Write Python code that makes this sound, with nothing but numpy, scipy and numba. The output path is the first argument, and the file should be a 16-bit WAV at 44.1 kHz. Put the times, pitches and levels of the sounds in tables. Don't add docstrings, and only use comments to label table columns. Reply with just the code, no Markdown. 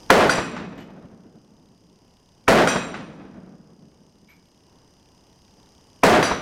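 import sys
import numpy as np
from scipy import signal
from scipy.fft import rfft, irfft, next_fast_len
from scipy.io import wavfile
from numba import njit

SR = 44100
rng = np.random.default_rng(int(sys.argv[2]) if len(sys.argv) > 2 else 0)


def master(y):
    cut = np.clip(np.atleast_2d(y).T, -1, 1)
    pcm = np.round(cut * 32767)
    wavfile.write(sys.argv[1], SR, pcm.astype(np.int16))


N = 282681
T = np.arange(N) / SR

# start_s, blast_db, roll_db, plate_delay_s, impact_db
SHOTS = [(0.1044, 6, -10.5, 0.19, 0.5), (2.4812, 6, -11.5, 0.192, -1), (6.036, 6.5, -12, 0.191, -0.5)]


def undb(db):
    return 10 ** (np.asarray(db) / 20)


def at_hz(table, hz):
    points, values = np.transpose(table)
    return np.interp(np.log(np.maximum(hz, 1)), np.log(points), values)


def colour(x, spectrum, size=4096):
    cepstrum = irfft(np.log(undb(at_hz(spectrum, np.fft.rfftfreq(size, 1 / SR)))))
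    cepstrum[1:size // 2] *= 2
    cepstrum[size // 2 + 1:] = 0
    response = irfft(np.exp(rfft(cepstrum)))
    return signal.fftconvolve(x, response)[:len(x)]


def noise(spectrum, n):
    size = next_fast_len(n)
    weights = undb(at_hz(spectrum, np.fft.rfftfreq(size, 1 / SR)))
    x = irfft(rfft(rng.standard_normal(size)) * weights, size)[:n]
    return x / x.std()


def fade(t, rise_s, t60):
    return (1 - np.exp(-t / rise_s)) * np.exp(-np.log(1000) * t / t60)


def reverberation(spectrum, t60s, rise_s, t):
    bins, hz = rfft(noise(spectrum, len(t))), np.fft.rfftfreq(len(t), 1 / SR)
    octave = np.log2(np.clip(hz, 30, 15360) / 30)
    out = 0
    for k in range(10):
        band = irfft(bins * np.maximum(1 - abs(octave - k), 0), len(t))
        centre_hz = 30 * 2 ** k
        out = out + band * fade(t, rise_s, at_hz(t60s, centre_hz))
    return out


def ring(hz, t60, rise_s, scatter, flutter_hz, t):
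    knots = rng.standard_normal((1024, 2))
    in_phase, quadrature = (np.interp(t * flutter_hz, np.arange(len(knots)), k) for k in knots.T)
    phase = 2 * np.pi * (hz * t + rng.random())
    tone = (1 + scatter * in_phase) * np.sin(phase) + scatter * quadrature * np.cos(phase)
    return tone * fade(t, rise_s, t60)


def add(out, start_s, x):
    i = max(int(start_s * SR), 0)
    out[i:i + len(x)] += x[:max(N - i, 0)]


@njit
def follow(x, attack, release):
    out, level = np.empty(len(x)), 0.
    for i in range(len(x)):
        level += (x[i] - level) * (attack if x[i] > level else release)
        out[i] = level
    return out


def outdoors(level_db=-51, waver_db=-1.14):
    # frequency_hz, level_db
    rumble_spectrum = [(25, -2), (70, 1.5), (110, 0), (200, 1), (400, -4.5), (650, -10.5), (950, -10),
                       (1400, -23.5), (1900, -23.5), (2600, -30.5), (15000, -51.5)]
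    waver = np.interp(T, np.linspace(0, T[-1], 48), rng.standard_normal(48))
    return noise(rumble_spectrum, N) * undb(level_db + waver_db * waver)


def zoom_motor(level_db=-61.5, step_hz=33.23, tick_db=7.0, kick_depth=0.3, uneven_db=1.5):
    # frequency_hz, level_db
    whirr_spectrum = [(1500, -32), (2400, -17), (2900, -3.5), (3700, -17.5), (4400, -14), (4950, 4),
                      (5400, -4.5), (6100, -3), (7700, -19), (9600, -17), (11500, -22.5), (15000, -27)]
    tick_spectrum = [(1500, -21), (2800, -4.5), (3800, -3.5), (4900, -8.5), (6300, -2.5), (7500, -14.5),
                     (9300, -11.5), (10500, -10.5), (12000, -23), (15000, -30.5)]
    # centre_hz, width_hz, level_db
    barrel_resonances = [(8650, 300, -14), (12800, 1200, -16)]
    steps = T * step_hz
    strengths = undb(uneven_db * rng.uniform(-1, 1, N))[steps.astype(int)]
    ticks = noise(tick_spectrum, N) * strengths * np.exp(-((steps % 1 - .11) / .075) ** 2)
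    whirr = undb(1.35) * noise(whirr_spectrum, N)
    for hz, width_hz, db in barrel_resonances:
        band = signal.butter(2, [hz - width_hz / 2, hz + width_hz / 2], "bandpass", fs=SR, output="sos")
        resonance = signal.sosfilt(band, rng.standard_normal(N))
        whirr += undb(db) * resonance / resonance.std()
    whirr *= 1 + kick_depth * np.cos(12 * np.pi * steps)
    return (whirr + undb(tick_db) * ticks) * undb(level_db)


def bench_knocks():
    # start_s, level_db
    knocks = [(1.966, -58.5), (3.917, -50), (5.48, -51), (5.67, -50.5)]
    # frequency_hz, level_db
    knock_spectrum = [(100, -5), (600, -4), (1800, -3), (3500, -13), (15000, -32)]
    out, t = np.zeros(N), T[:SR // 2]
    for start_s, db in knocks:
        add(out, start_s, undb(db) * noise(knock_spectrum, len(t)) * fade(t, rise_s=0.00076, t60=0.024))
    return out


def landings(start_s, hop_s, tip_s=0.026, tip_db=-3.5, hop_shrink=0.67, hop_db=-23):
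    return [(start_s, 0), (start_s + tip_s, tip_db),
            (start_s + hop_s, hop_db), (start_s + hop_s * (1 + hop_shrink), 2 * hop_db)]


def spent_cases(rim_hz=12840, rim_db=-54, rim_loss_share=0.5):
    # start_s, clatter_db, body_hz, body_db, first_hop_s
    cases = [(0.775, -36, 2980, -42.5, 0.12), (4.284, -50, 2260, -46.5, 0.172)]
    # frequency_hz, level_db
    clatter_spectrum = [(300, -2), (1800, 10), (3000, 5.5), (8000, -7), (15000, -40)]
    out, t = np.zeros(N), T[:SR // 2]
    for start_s, clatter_db, body_hz, body_db, hop_s in cases:
        for contact_s, db in landings(start_s, hop_s):
            clatter = noise(clatter_spectrum, len(t)) * fade(t, rise_s=0.0038, t60=0.257)
            body = ring(body_hz, t60=0.29, rise_s=0.0043, scatter=1.0, flutter_hz=257.0, t=t)
            rim = ring(rim_hz, t60=0.21, rise_s=.002, scatter=0.96, flutter_hz=300, t=t)
            add(out, contact_s, undb(clatter_db + db) * clatter + undb(body_db + db) * body)
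            add(out, contact_s, undb(rim_db + rim_loss_share * db) * rim)
    return out


def steel_plate(late_db=-14.0, late_stretch=1.54):
    # pitch_hz, t60_s, first_db, second_db, third_db
    modes = [(2520, 0.57, -22, -22, -41), (3240, 0.42, -41, -21.5, -34), (3892, 0.51, -28.5, -23, -22),
             (4724, 0.28, -19.5, -27, -17), (4800, 0.36, -26, -41, -24), (5766, 0.73, -34, -29.5, -44),
             (5830, 0.28, -19, -26, -42), (5880, 0.43, -38, -19, -20.5), (5910, 0.5, -24, -41, -22.5),
             (6541, .55, -37, -34, -50.5), (7410, 0.63, -27, -26, -40), (7520, 0.35, -38, -27, -47.5),
             (7830, 0.32, -24, -41.5, -33), (8800, 0.36, -23, -24, -37), (8900, 0.68, -36.5, -31, -43),
             (9300, 0.48, -33, -43, -37), (9820, 0.285, -26, -52.5, -24.5)]
    # frequency_hz, level_db
    smack_spectrum = [(60, -19), (250, 1.5), (700, -4.5), (1500, 4.5), (2300, -6.5), (3500, -18.5),
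                      (7000, -25), (15000, -38)]
    spread_spectrum = [(60, -22), (250, -4.5), (800, -0.5), (1450, 1), (2300, -5.5), (3500, -13),
                       (6000, -14), (10000, -20), (15000, -31)]
    # frequency_hz, t60_s
    spread_decay = [(100, 0.59), (1400, 0.53), (4000, 0.58), (8000, 0.33), (14000, 0.22)]
    out, t = np.zeros(N), T[:SR]
    for hit, (start_s, _, _, delay_s, impact_db) in enumerate(SHOTS):
        smack = undb(11.5) * noise(smack_spectrum, len(t)) * fade(t, rise_s=0.00052, t60=0.021)
        spread = undb(-6) * reverberation(spread_spectrum, spread_decay, rise_s=0.0064, t=t)
        clang = 0
        for hz, t60, *hit_db in modes:
            direct = ring(hz, t60, rise_s=0.0019, scatter=0.93, flutter_hz=112.0, t=t)
            late = ring(hz, t60 * late_stretch, rise_s=0.15, scatter=1.0, flutter_hz=60.5, t=t)
            air_db = -10 * np.log2(hz / 5000)
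            clang = clang + undb(hit_db[hit]) * (direct + undb(late_db + air_db) * late)
        add(out, start_s + delay_s, undb(impact_db) * (smack + spread) + undb(2.5) * clang)
    return out


def woods_roll(patchy_db=3.5, patch_hz=40):
    # frequency_hz, level_db
    roll_spectrum = [(25, -24), (70, -16.5), (120, -12), (175, 2), (260, -3.5), (450, -9.5), (900, -12),
                     (1800, -14.5), (4000, -18.5), (9000, -37), (15000, -53)]
    # frequency_hz, t60_s
    roll_decay = [(50, 3.6), (180, 2.91), (450, 2.66), (1000, 1.82), (2000, 1.45), (5000, 1.1),
                  (12000, 0.73)]
    t = T[:3 * SR]
    patches = np.interp(t * patch_hz, np.arange(SR), np.tanh(rng.standard_normal(SR)))
    return undb(patchy_db * patches) * reverberation(roll_spectrum, roll_decay, rise_s=0.056, t=t)


def surroundings():
    # frequency_hz, level_db
    shelter_spectrum = [(25, -27), (60, -18.5), (120, -11.5), (250, -2.5), (400, -3.5), (580, 1),
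                        (900, -9.5), (1600, -14.5), (3000, -25), (7000, -32), (15000, -42.5)]
    banks_spectrum = [(40, -24), (120, -13.5), (250, 1.5), (400, -0.5), (600, 2), (1000, -7.5),
                      (2000, -15.5), (5000, -29), (15000, -52)]
    echo_spectrum = [(30, -12), (90, 2), (250, 5), (500, -6), (900, -3.5), (1500, -5), (3000, -8),
                     (6000, -2), (15000, -23.5)]
    # frequency_hz, t60_s
    shelter_decay = [(60, .7), (250, 0.71), (600, 0.58), (2000, 0.61), (6000, .55), (14000, 0.56)]
    # delay_s, level_db, rise_s, t60_s, low_edge_hz, high_edge_hz
    echoes = [(0.2759, -0.5, 0.00084, 0.095, 49.9, 1520), (0.299, -20, .003, 0.27, 61.6, 1510),
              (0.459, -17, 0.000602, 0.14, 750, 2420), (0.485, -27, 0.00595, 0.515, 130, 1990),
              (0.729, -47, .002, 0.19, 500, 2180)]
    out, t = np.zeros(N), T[:SR]
    add(out, 0, undb(5.5) * reverberation(shelter_spectrum, shelter_decay, rise_s=0.0054, t=t))
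    banks_swell = np.exp(-((t - .115) / 0.052) ** 2)
    add(out, 0, undb(-1) * noise(banks_spectrum, len(t)) * banks_swell)
    for delay_s, db, rise_s, t60, low_hz, high_hz in echoes:
        band = signal.butter(2, [low_hz, high_hz], "bandpass", fs=SR, output="sos")
        echo = signal.sosfilt(band, noise(echo_spectrum, len(t)))
        add(out, delay_s, undb(db) * echo * fade(t, rise_s, t60))
    return out


def muzzle_blast(lead_s, pre_ring_s=0.0015, crack_db=-18, pulse_db=5, push_s=.0004, snap_db=-14):
    # frequency_hz, level_db
    crack_spectrum = [(40, -11.5), (300, -9.5), (800, -4), (1400, -1.5), (2200, -5), (4000, -31),
                      (15000, -44.5)]
    t = T[:SR // 50] - lead_s
    crack = noise(crack_spectrum, len(t)) * np.exp(-abs(t) / pre_ring_s)
    age = np.maximum(t, 0) / push_s
    pulse = (t > 0) * (1 - age) * np.exp(-age)
    snap = rng.standard_normal(len(t)) * fade(np.maximum(t, 0), rise_s=.0001, t60=.007)
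    return undb(crack_db) * crack / crack.std() + undb(pulse_db) * pulse + undb(snap_db) * snap


def rifle(change=.5, lead_s=.008):
    out, common = np.zeros(N), surroundings()
    for start_s, blast_db, roll_db, _, _ in SHOTS:
        add(out, start_s - lead_s, undb(blast_db) * muzzle_blast(lead_s))
        reflections = (common + change * surroundings()) / np.hypot(1, change)
        add(out, start_s, undb(blast_db) * reflections)
        add(out, start_s, undb(roll_db) * woods_roll())
    return out


def scene():
    return (rifle() + steel_plate() + spent_cases() + bench_knocks() + zoom_motor() + outdoors())[None]


def record(dry, ceiling=1.246, leak=.07, target_peak=0.4, max_gain_db=5):
    # frequency_hz, gain_db
    microphone_response = [(20, -5), (70, -2), (400, -2), (900, -1), (1500, 1), (2600, 0), (5000, -0.5),
                           (11000, -3), (16000, -7)]
    lag_s, attack_s, release_s, top_hz = .0014, .001, 2.83, 15800
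    overloaded = leak * dry[0] + (1 - leak) * dry[0] / np.sqrt(1 + (dry[0] / ceiling) ** 2)
    peak = follow(abs(overloaded), 1 / (attack_s * SR), 1 / (release_s * SR))
    late_peak = np.interp(T - lag_s, T, peak)
    gain = target_peak / np.maximum(late_peak, target_peak / undb(max_gain_db))
    coloured = colour(overloaded * gain, microphone_response)
    limited = coloured / (1 + coloured ** 4) ** (1 / 4)
    lowpass = signal.ellip(10, .2, 80, top_hz, fs=SR, output="sos")
    return signal.sosfilt(lowpass, limited)[None]


dry = scene()
out = record(dry)
master(out)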